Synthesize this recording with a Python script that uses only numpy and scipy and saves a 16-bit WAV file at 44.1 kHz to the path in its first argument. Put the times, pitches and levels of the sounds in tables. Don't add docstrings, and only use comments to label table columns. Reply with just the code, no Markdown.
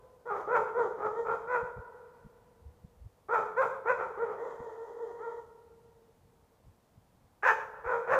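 import sys
import numpy as np
from scipy import signal
from scipy.fft import rfft, irfft
from scipy.io import wavfile
from scipy.ndimage import uniform_filter1d

SR = 44100
rng = np.random.default_rng(int(sys.argv[2]) if len(sys.argv) > 2 else 0)


def output_pcm(signal):
    pcm = np.clip(np.atleast_2d(signal).T, -1, 1) * 32767
    wavfile.write(sys.argv[1], SR, np.round(pcm).astype(np.int16))


N = 361161

# time of the top of the arch, rise time, fall time and delay from the top to the
# loudest moment, all in seconds; relative level in dB; snap (0 swells, 1 bursts open); first, top and
# last pitch in Hz; roughness while rising and while falling (0 to 1); crack (0 smooth, 1 breaks hard);
# mouth (0 pursed, 1 open, 2 or more wide); boosts in dB for chest tone, bite and facing the listener.
BARKS = [ (-.85, .05, .08, 0, -24, .7, 490, 520, 460, .4, .5, .2, .9, 2, 0, 0),
         (.283, .025, .14, .036, -31.5, 0, 462, 486, 335, .26, .5, .25, 1, 0, 0, 0),
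         (.538, .064, .085, .028, -23.5, .05, 400, 494, 430, .34, .47, .5, 1.35, 5, -1, 0),
         (.79, .047, .08, .007, -26.5, .3, 436, 496, 390, .3, .33, .15, .78, 5, 0, 0),
         (1.062, .082, .052, .003, -30, .05, 385, 432, 428, .45, .3, 0, .95, 2, -2, 0),
         (1.19, .055, .042, .004, -32.5, .1, 440, 467, 451, .16, .18, 0, .35, 2, 3, 0),
         (1.305, .055, .063, .012, -30, .55, 432, 462, 452, .55, .4, .1, 1, 1, 0, 0),
         (1.54, .065, .065, .016, -27.5, .3, 470, 504, 460, .25, .5, .2, 1.4, 2, 2, 0),
         (3.335, .046, .095, .013, -25.5, .25, 390, 488, 430, .3, .52, .9, 1.3, 1, -1.5, 0),
         (3.607, .043, .061, -.012, -25.5, .85, 435, 552, 460, .14, .72, .6, 1.3, 1, 0, 0),
         (3.902, .046, .043, .003, -24, 0, 410, 505, 478, .36, .26, .1, 1.6, 3, 3, 1),
         (4.005, .035, .1, .008, -34.5, .2, 430, 452, 436, .55, .45, .3, 1.25, 3, 3, 0),
         (4.222, .047, .04, .007, -29.5, .05, 380, 478, 430, .22, .42, .1, .85, 7, 7, 0),
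         (4.295, .035, .07, .015, -39, .7, 430, 422, 395, .42, .5, 0, .9, 4, 5, 0),
         (4.44, .08, .12, -.015, -39.5, 1, 420, 492, 450, .52, .55, 0, .24, 1, 2, 0),
         (4.63, .06, .13, -.01, -42.5, 1, 440, 477, 415, .3, .28, 0, .15, 2, 0, 0),
         (4.82, .045, .11, 0, -45, .3, 415, 468, 380, .12, .3, 0, .05, 3, -2, 0),
         (5.025, .075, .08, .004, -40, 0, 410, 472, 365, .17, .16, 0, .1, 5, -1, 0),
         (5.245, .055, .098, .005, -39, .5, 400, 471, 428, .1, .2, 0, .7, 3.5, 5, 0),
         (7.464, .035, .069, .026, -25, 1, 384, 515, 442, .38, .5, .9, 2.4, 5, -2, 4),
         (7.912, .069, .098, .012, -29.5, .4, 445, 502, 452, .46, .46, .1, 1.4, 3, 0, 0),
         (8.13, .055, .09, .008, -25, .35, 455, 555, 500, .56, .45, 0, 1.7, 7, -2, 2), ]
# frequency in Hz, boost in dB.
PURSED_MOUTH = [(280, -24.5), (380, -3), (480, -4), (650, -9), (920, -15), (1130, -9.5), (1380, -26.5),
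                (1620, -28.5), (1950, -16.5), (2300, -51.5), (2900, -50), (3350, -43), (4400, -55.5),
                (7200, -46.5), (8200, -63)]
OPEN_MOUTH = [(200, -14), (290, -32), (400, -7), (500, 1), (700, -8), (900, -5), (1130, -6.5), (1380, 2),
              (1650, -20.5), (2400, -22.5), (2800, -46.5), (3250, -43), (4400, -55), (6900, -51.5),
              (8600, -57.5)]
WIDE_MOUTH = [(200, -19.5), (290, -32.5), (400, -9), (520, 1.5), (720, -5.5), (880, 2.5), (1350, 0),
              (1750, 7), (2080, -13), (2500, -5.5), (3100, -27), (4300, -40.5), (6500, -33), (8600, -49.5),
              (14000, -41.5)]
# delay in seconds, level in dB.
ECHOES = [(.0042, -28.5), (.019, -12), (.043, -22), (.082, -19.5), (0.126, -16)]
# frequency in Hz, level in dB, seconds it takes to fade by 60 dB.
NEAR_TRUNKS = [(200, -4, 1), (500, -9, 0.99), (1000, -5, 0.77), (1480, -12, 0.56), (2450, -7.2, 0.63),
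               (7200, 0, 0.48), (14300, -6, 0.94)]
FAR_SLOPE = [(198, -22, 2.6), (464, -13, 3.21), (930, -17, 2.6), (1420, -16.5, 1.47), (2624, -23.5, 4.3),
             (7000, -22.5, 1.1), (14000, -28.5, .4)]
# time in seconds, level in dB, length in seconds, upper edge in Hz.
BUMPS = [(1.633, -48, 0.024, 161.5), (1.787, -43, 0.022, 114.8), (2.26, -49.5, 0.019, 196.7),
         (2.684, -49.5, 0.07, 106), (2.843, -48, 0.02, 160.4), (3.017, -50.5, 0.045, 78.2),
         (3.057, -45.5, .025, 113), (4.607, -46.5, 0.011, 203.7), (6.681, -55.5, 0.033, 130),
         (6.981, -55.5, 0.024, 130), (7.871, -47, 0.014, 120)]
# frequency in Hz, relative level in dB.
AIR_COLOUR = [(18, -19.5), (40, -4), (80, -1.5), (190, -7), (300, -13.5), (500, -13.5), (900, -15),
              (1400, -23.5), (2400, -30.5), (5000, -33.5), (15000, -36.5)]

LEAD = SR
EDGE_HZ, AIR_DB = 15300, -66
ONSET_DB, RELEASE_DB = -12.5, -12
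SCOOP_CURVE, SAG_CURVE = 1.35, 1.15
BREAK_S, BREAK_LENGTH_S, BREAK_CHEST_DB = .022, .022, -16
MOUTH_AT_ONSET, MOUTH_AT_END = .38, .72
SNAP_FULLNESS, SNAP_BITE_DB = 1.3, 6
BITE_LOW_HZ, BITE_HIGH_HZ = 1750, 2950
HISS_ONSET_DB, HISS_TOP_DB, HISS_END_DB = -2, -.5, 6
HISS_FORCE_SHARE, HISS_EVEN_DB = .3, -31
BEAM_HZ = 750
HOWL_START_S, HOWL_END_S, HOWL_HZ = 4.6, 5.39, 470
HOWL_DB, HOWL_SWELL_DB, HOWL_SWELL_S = -50, 4.5, .15
HOWL_ROUGH, HOWL_END_ROUGH, HOWL_MOUTH, HOWL_CHEST_DB = .33, .19, .1, -1.5


def bark(s, rise_s, fall_s, lag_s, level_db, snap, first_hz, top_hz, last_hz,
         rise_rough, fall_rough, crack, mouth, chest_db, bite_db):
    t = np.linspace(-rise_s, fall_s, 48)
    early = np.maximum(-t / rise_s, 0)
    late = np.maximum(t / fall_s, 0)
    broken = np.clip(t / BREAK_S, 0, 1)
    sag = (1 - crack) * late ** SAG_CURVE + crack * broken
    pitch_hz = top_hz + (first_hz - top_hz) * early ** SCOOP_CURVE + (last_hz - top_hz) * sag
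    ease = np.interp(t, [-rise_s, lag_s, fall_s], [1, 0, 1])
    loudness_db = level_db + np.where(t < lag_s, ONSET_DB, RELEASE_DB) * ease ** (1 + SNAP_FULLNESS * snap)
    rough = rise_rough + (fall_rough - rise_rough) * broken
    first_opening = MOUTH_AT_ONSET + (1 - MOUTH_AT_ONSET) * np.sqrt(snap)
    mouth_times = [-rise_s, (lag_s - rise_s) / 2, lag_s, fall_s]
    opening = mouth * np.interp(t, mouth_times, [first_opening, 1, 1, MOUTH_AT_END])
    dip_db = crack * BREAK_CHEST_DB * broken * np.exp(-((t - BREAK_S) / BREAK_LENGTH_S) ** 2)
    start, voice = dog_voice(s + t, loudness_db, pitch_hz, rough, opening, chest_db + dip_db)
    voice = lift_band(voice, bite_db + SNAP_BITE_DB * np.sqrt(snap) * early, BITE_LOW_HZ, BITE_HIGH_HZ)
    hiss_db = np.interp(t, [-rise_s, lag_s, fall_s], [HISS_ONSET_DB, HISS_TOP_DB, HISS_END_DB])
    hiss_db += HISS_FORCE_SHARE * (HISS_EVEN_DB - level_db) * (1 - snap)
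    return start, lift_band(voice, hiss_db, BITE_HIGH_HZ, EDGE_HZ)


def howl():
    t = np.linspace(HOWL_START_S, HOWL_END_S, 48)
    swell = np.exp((t - HOWL_END_S) / HOWL_SWELL_S)
    rough = HOWL_ROUGH + (HOWL_END_ROUGH - HOWL_ROUGH) * swell
    return dog_voice(t, HOWL_DB + HOWL_SWELL_DB * swell, HOWL_HZ, rough, HOWL_MOUTH, HOWL_CHEST_DB)


def dog_voice(times, *curves, low_edge_hz=120):
    t = np.arange(times[0] - .006, times[-1] + 0.02, 1 / SR)
    level_db, pitch_hz, rough, mouth, chest_db = (
        np.interp(t, times, curve) for curve in np.broadcast_arrays(*curves))
    voice = throat(vocal_folds(pitch_hz, rough, mouth), mouth, chest_db, pitch_hz)
    voice = signal.sosfilt(signal.butter(2, low_edge_hz, "high", fs=SR, output="sos"), voice)
    power = uniform_filter1d(uniform_filter1d(voice ** 2, size=700), size=500)
    voice = voice / np.sqrt(abs(power) + 1e-9)
    fade = np.clip((t - t[0]) / 0.01, 0, 1) * np.clip((t[-1] - t) / 0.013, 0, 1)
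    return t[0], gain_of(level_db) * np.sin(np.pi / 2 * fade) ** 2 * voice


def vocal_folds(pitch_hz, rough, mouth, jitter=.09, jitter_hz=170, waver=.009, shimmer=0.94,
                half_tone=.35, rasp=0.98, fold_hz=1700, slack=0.98, whine_level=0.34):
    size = len(pitch_hz)
    rough = np.clip(rough + slack * np.maximum(1 - pitch_hz / 435, 0), 0, .9)
    wobble = 1 + jitter * rough * wander(size, jitter_hz) + waver * wander(size, 35)
    cycles = np.cumsum(pitch_hz * wobble) / SR
    reach_hz = fold_hz * np.maximum(mouth, 1) ** 0.49
    tone = np.zeros(size)
    for k in range(1, 6):
        strength = (1 - rough) ** ((k - 1) / 6) / np.sqrt(1 + (k * pitch_hz / reach_hz) ** 10)
        tone += strength * np.cos(2 * np.pi * k * cycles)
    flutter = shimmer * wander(size, 150) + half_tone * np.cos(np.pi * cycles)
    tone = tone * np.sqrt(4 * pitch_hz / SR) * (1 + rough * flutter)
    puffs = evened((0.52 + np.exp(-(cycles % 1) / 0.2)) * rng.standard_normal(size))
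    whine = evened(sum(np.cos(2 * np.pi * k * cycles + k ** 2 / np.pi) for k in range(7, 18)))
    return np.sqrt(1 - rough ** 2) * (tone + whine_level * whine) + rasp * rough * puffs


def throat(buzz, mouth, chest_db, pitch_hz, chest_hz=660, follow=0.19):
    hz, t, spectra = signal.stft(buzz, SR, nperseg=512, noverlap=384)
    mouth, chest_db, pitch_hz = (
        np.interp(t * SR, np.arange(len(buzz)), curve) for curve in (mouth, chest_db, pitch_hz))
    hz = hz[:, None] / (pitch_hz / 470) ** follow
    colour_db = 0
    for opening, shape in enumerate((PURSED_MOUTH, OPEN_MOUTH, WIDE_MOUTH)):
        share = np.maximum(1 - abs(np.clip(mouth, 0, 2) - opening), 0)
        colour_db += share * look_up(shape, hz)
    gain = gain_of(colour_db + chest_db / (1 + (hz / chest_hz) ** 8))
    gain = gain / np.sqrt(np.mean(gain ** 2, 0))
    return signal.istft(spectra * ring_after(gain), SR, nperseg=512, noverlap=384)[1][:len(buzz)]


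def ring_after(gain):
    cepstrum = irfft(np.log(gain), axis=0)
    half = len(cepstrum) // 2
    weights = np.concatenate([[1], np.full(half - 1, 2), [1], np.zeros(half - 1)])
    return np.exp(rfft(cepstrum * weights[:, None], axis=0))


def lift_band(voice, curve_db, low_hz, high_hz):
    hz = np.fft.rfftfreq(SR, 1 / SR)
    in_band = 1 / (1 + (hz / high_hz) ** 20) - 1 / (1 + (hz / low_hz) ** 20)
    band = irfft(rfft(voice, SR) * in_band)[:len(voice)]
    curve_db = np.interp(np.linspace(0, 1, len(voice)), np.linspace(0, 1, len(curve_db)), curve_db)
    return voice + (gain_of(curve_db) - 1) * band


def mouth_beam(voice, facing_db):
    hz = np.fft.rfftfreq(SR, 1 / SR)
    treble = 1 - 1 / (1 + (hz / BEAM_HZ) ** 8)
    return irfft(rfft(voice, SR) * gain_of(facing_db * treble))[:len(voice)] - voice


def yard(sound):
    response = tree_scatter(NEAR_TRUNKS, onset_s=0.017) + tree_scatter(FAR_SLOPE, onset_s=0.16)
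    response[0] += 1
    for delay_s, level_db in ECHOES:
        response[round(delay_s * SR)] += gain_of(level_db)
    return signal.fftconvolve(sound, response)[:len(sound)]


def tree_scatter(bands, onset_s, echoes_per_s=3000):
    echoes = rng.choice([-1., 1.], 3 * SR) * (rng.random(3 * SR) < echoes_per_s / SR)
    hz, t, spectra = signal.stft(evened(echoes), SR, nperseg=256)
    build_up = 1 - np.exp(-(t / onset_s) ** 2)
    tail = build_up * gain_of(-60 * t / look_up(bands, hz, column=2)[:, None])
    tail = tail / np.sqrt(np.sum(tail ** 2, 1, keepdims=True) * t[1] * SR)
    level = gain_of(look_up(bands, hz))[:, None]
    return signal.istft(spectra * tail * level, SR, nperseg=256)[1][:3 * SR]


def microphone_bumps(low_hz=45):
    mix = np.zeros(N + LEAD)
    t = np.arange(-SR // 4, SR // 4) / SR
    for s, level_db, length_s, edge_hz in BUMPS:
        low_band = signal.butter(3, [low_hz, edge_hz], "band", fs=SR, output="sos")
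        noise = signal.sosfilt(low_band, rng.standard_normal(len(t)))
        swell = noise * np.exp(-(2 * t / length_s) ** 2 / 2)
        swell = swell / np.sqrt(np.sum(swell ** 2) / (length_s * SR))
        add(mix, s + t[0], gain_of(level_db) * swell)
    return mix[LEAD:]


def still_air(flutter_db=3, rumble_hz=200):
    hz = np.fft.rfftfreq(N, 1 / SR)
    noise = evened(irfft(rfft(rng.standard_normal(N)) * gain_of(look_up(AIR_COLOUR, hz)), N))
    rumble = irfft(rfft(noise) / (1 + (hz / rumble_hz) ** 4), N)
    swell = np.interp(np.arange(N), np.linspace(0, N, 60), rng.standard_normal(60))
    return gain_of(AIR_DB) * (noise + rumble * (gain_of(flutter_db * swell) - 1))


def wander(size, rate_hz):
    hz = np.fft.rfftfreq(SR, 1 / SR)
    return evened(irfft(rfft(rng.standard_normal(SR)) / (1 + (hz / rate_hz) ** 4)))[:size]


def gain_of(db):
    return 10 ** (np.asarray(db) / 20)


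def evened(sound):
    return sound / np.sqrt(np.mean(sound ** 2) + 1e-20)


def look_up(rows, hz, column=1):
    table = np.transpose(rows)
    return np.interp(np.log(hz + 1), np.log(table[0] + 1), table[column])


def add(mix, s, sound):
    part = mix[max(round(s * SR) + LEAD, 0):][:len(sound)]
    part += sound[:len(part)]


def scene(dogs_db=0.6):
    dogs, beamed = np.zeros((2, N + LEAD))
    for *row, facing_db in BARKS:
        start, voice = bark(*row)
        add(dogs, start, voice)
        add(beamed, start, mouth_beam(voice, facing_db))
    add(dogs, *howl())
    dogs_in_yard = gain_of(dogs_db) * (yard(dogs) + beamed)[LEAD:]
    return (dogs_in_yard + still_air() + microphone_bumps())[None]


def record(dry):
    treble_cut = signal.firwin(511, EDGE_HZ, window=("kaiser", 9), fs=SR)
    return signal.oaconvolve(dry, treble_cut[None], "same")


dry = scene()
out = record(dry)
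output_pcm(out)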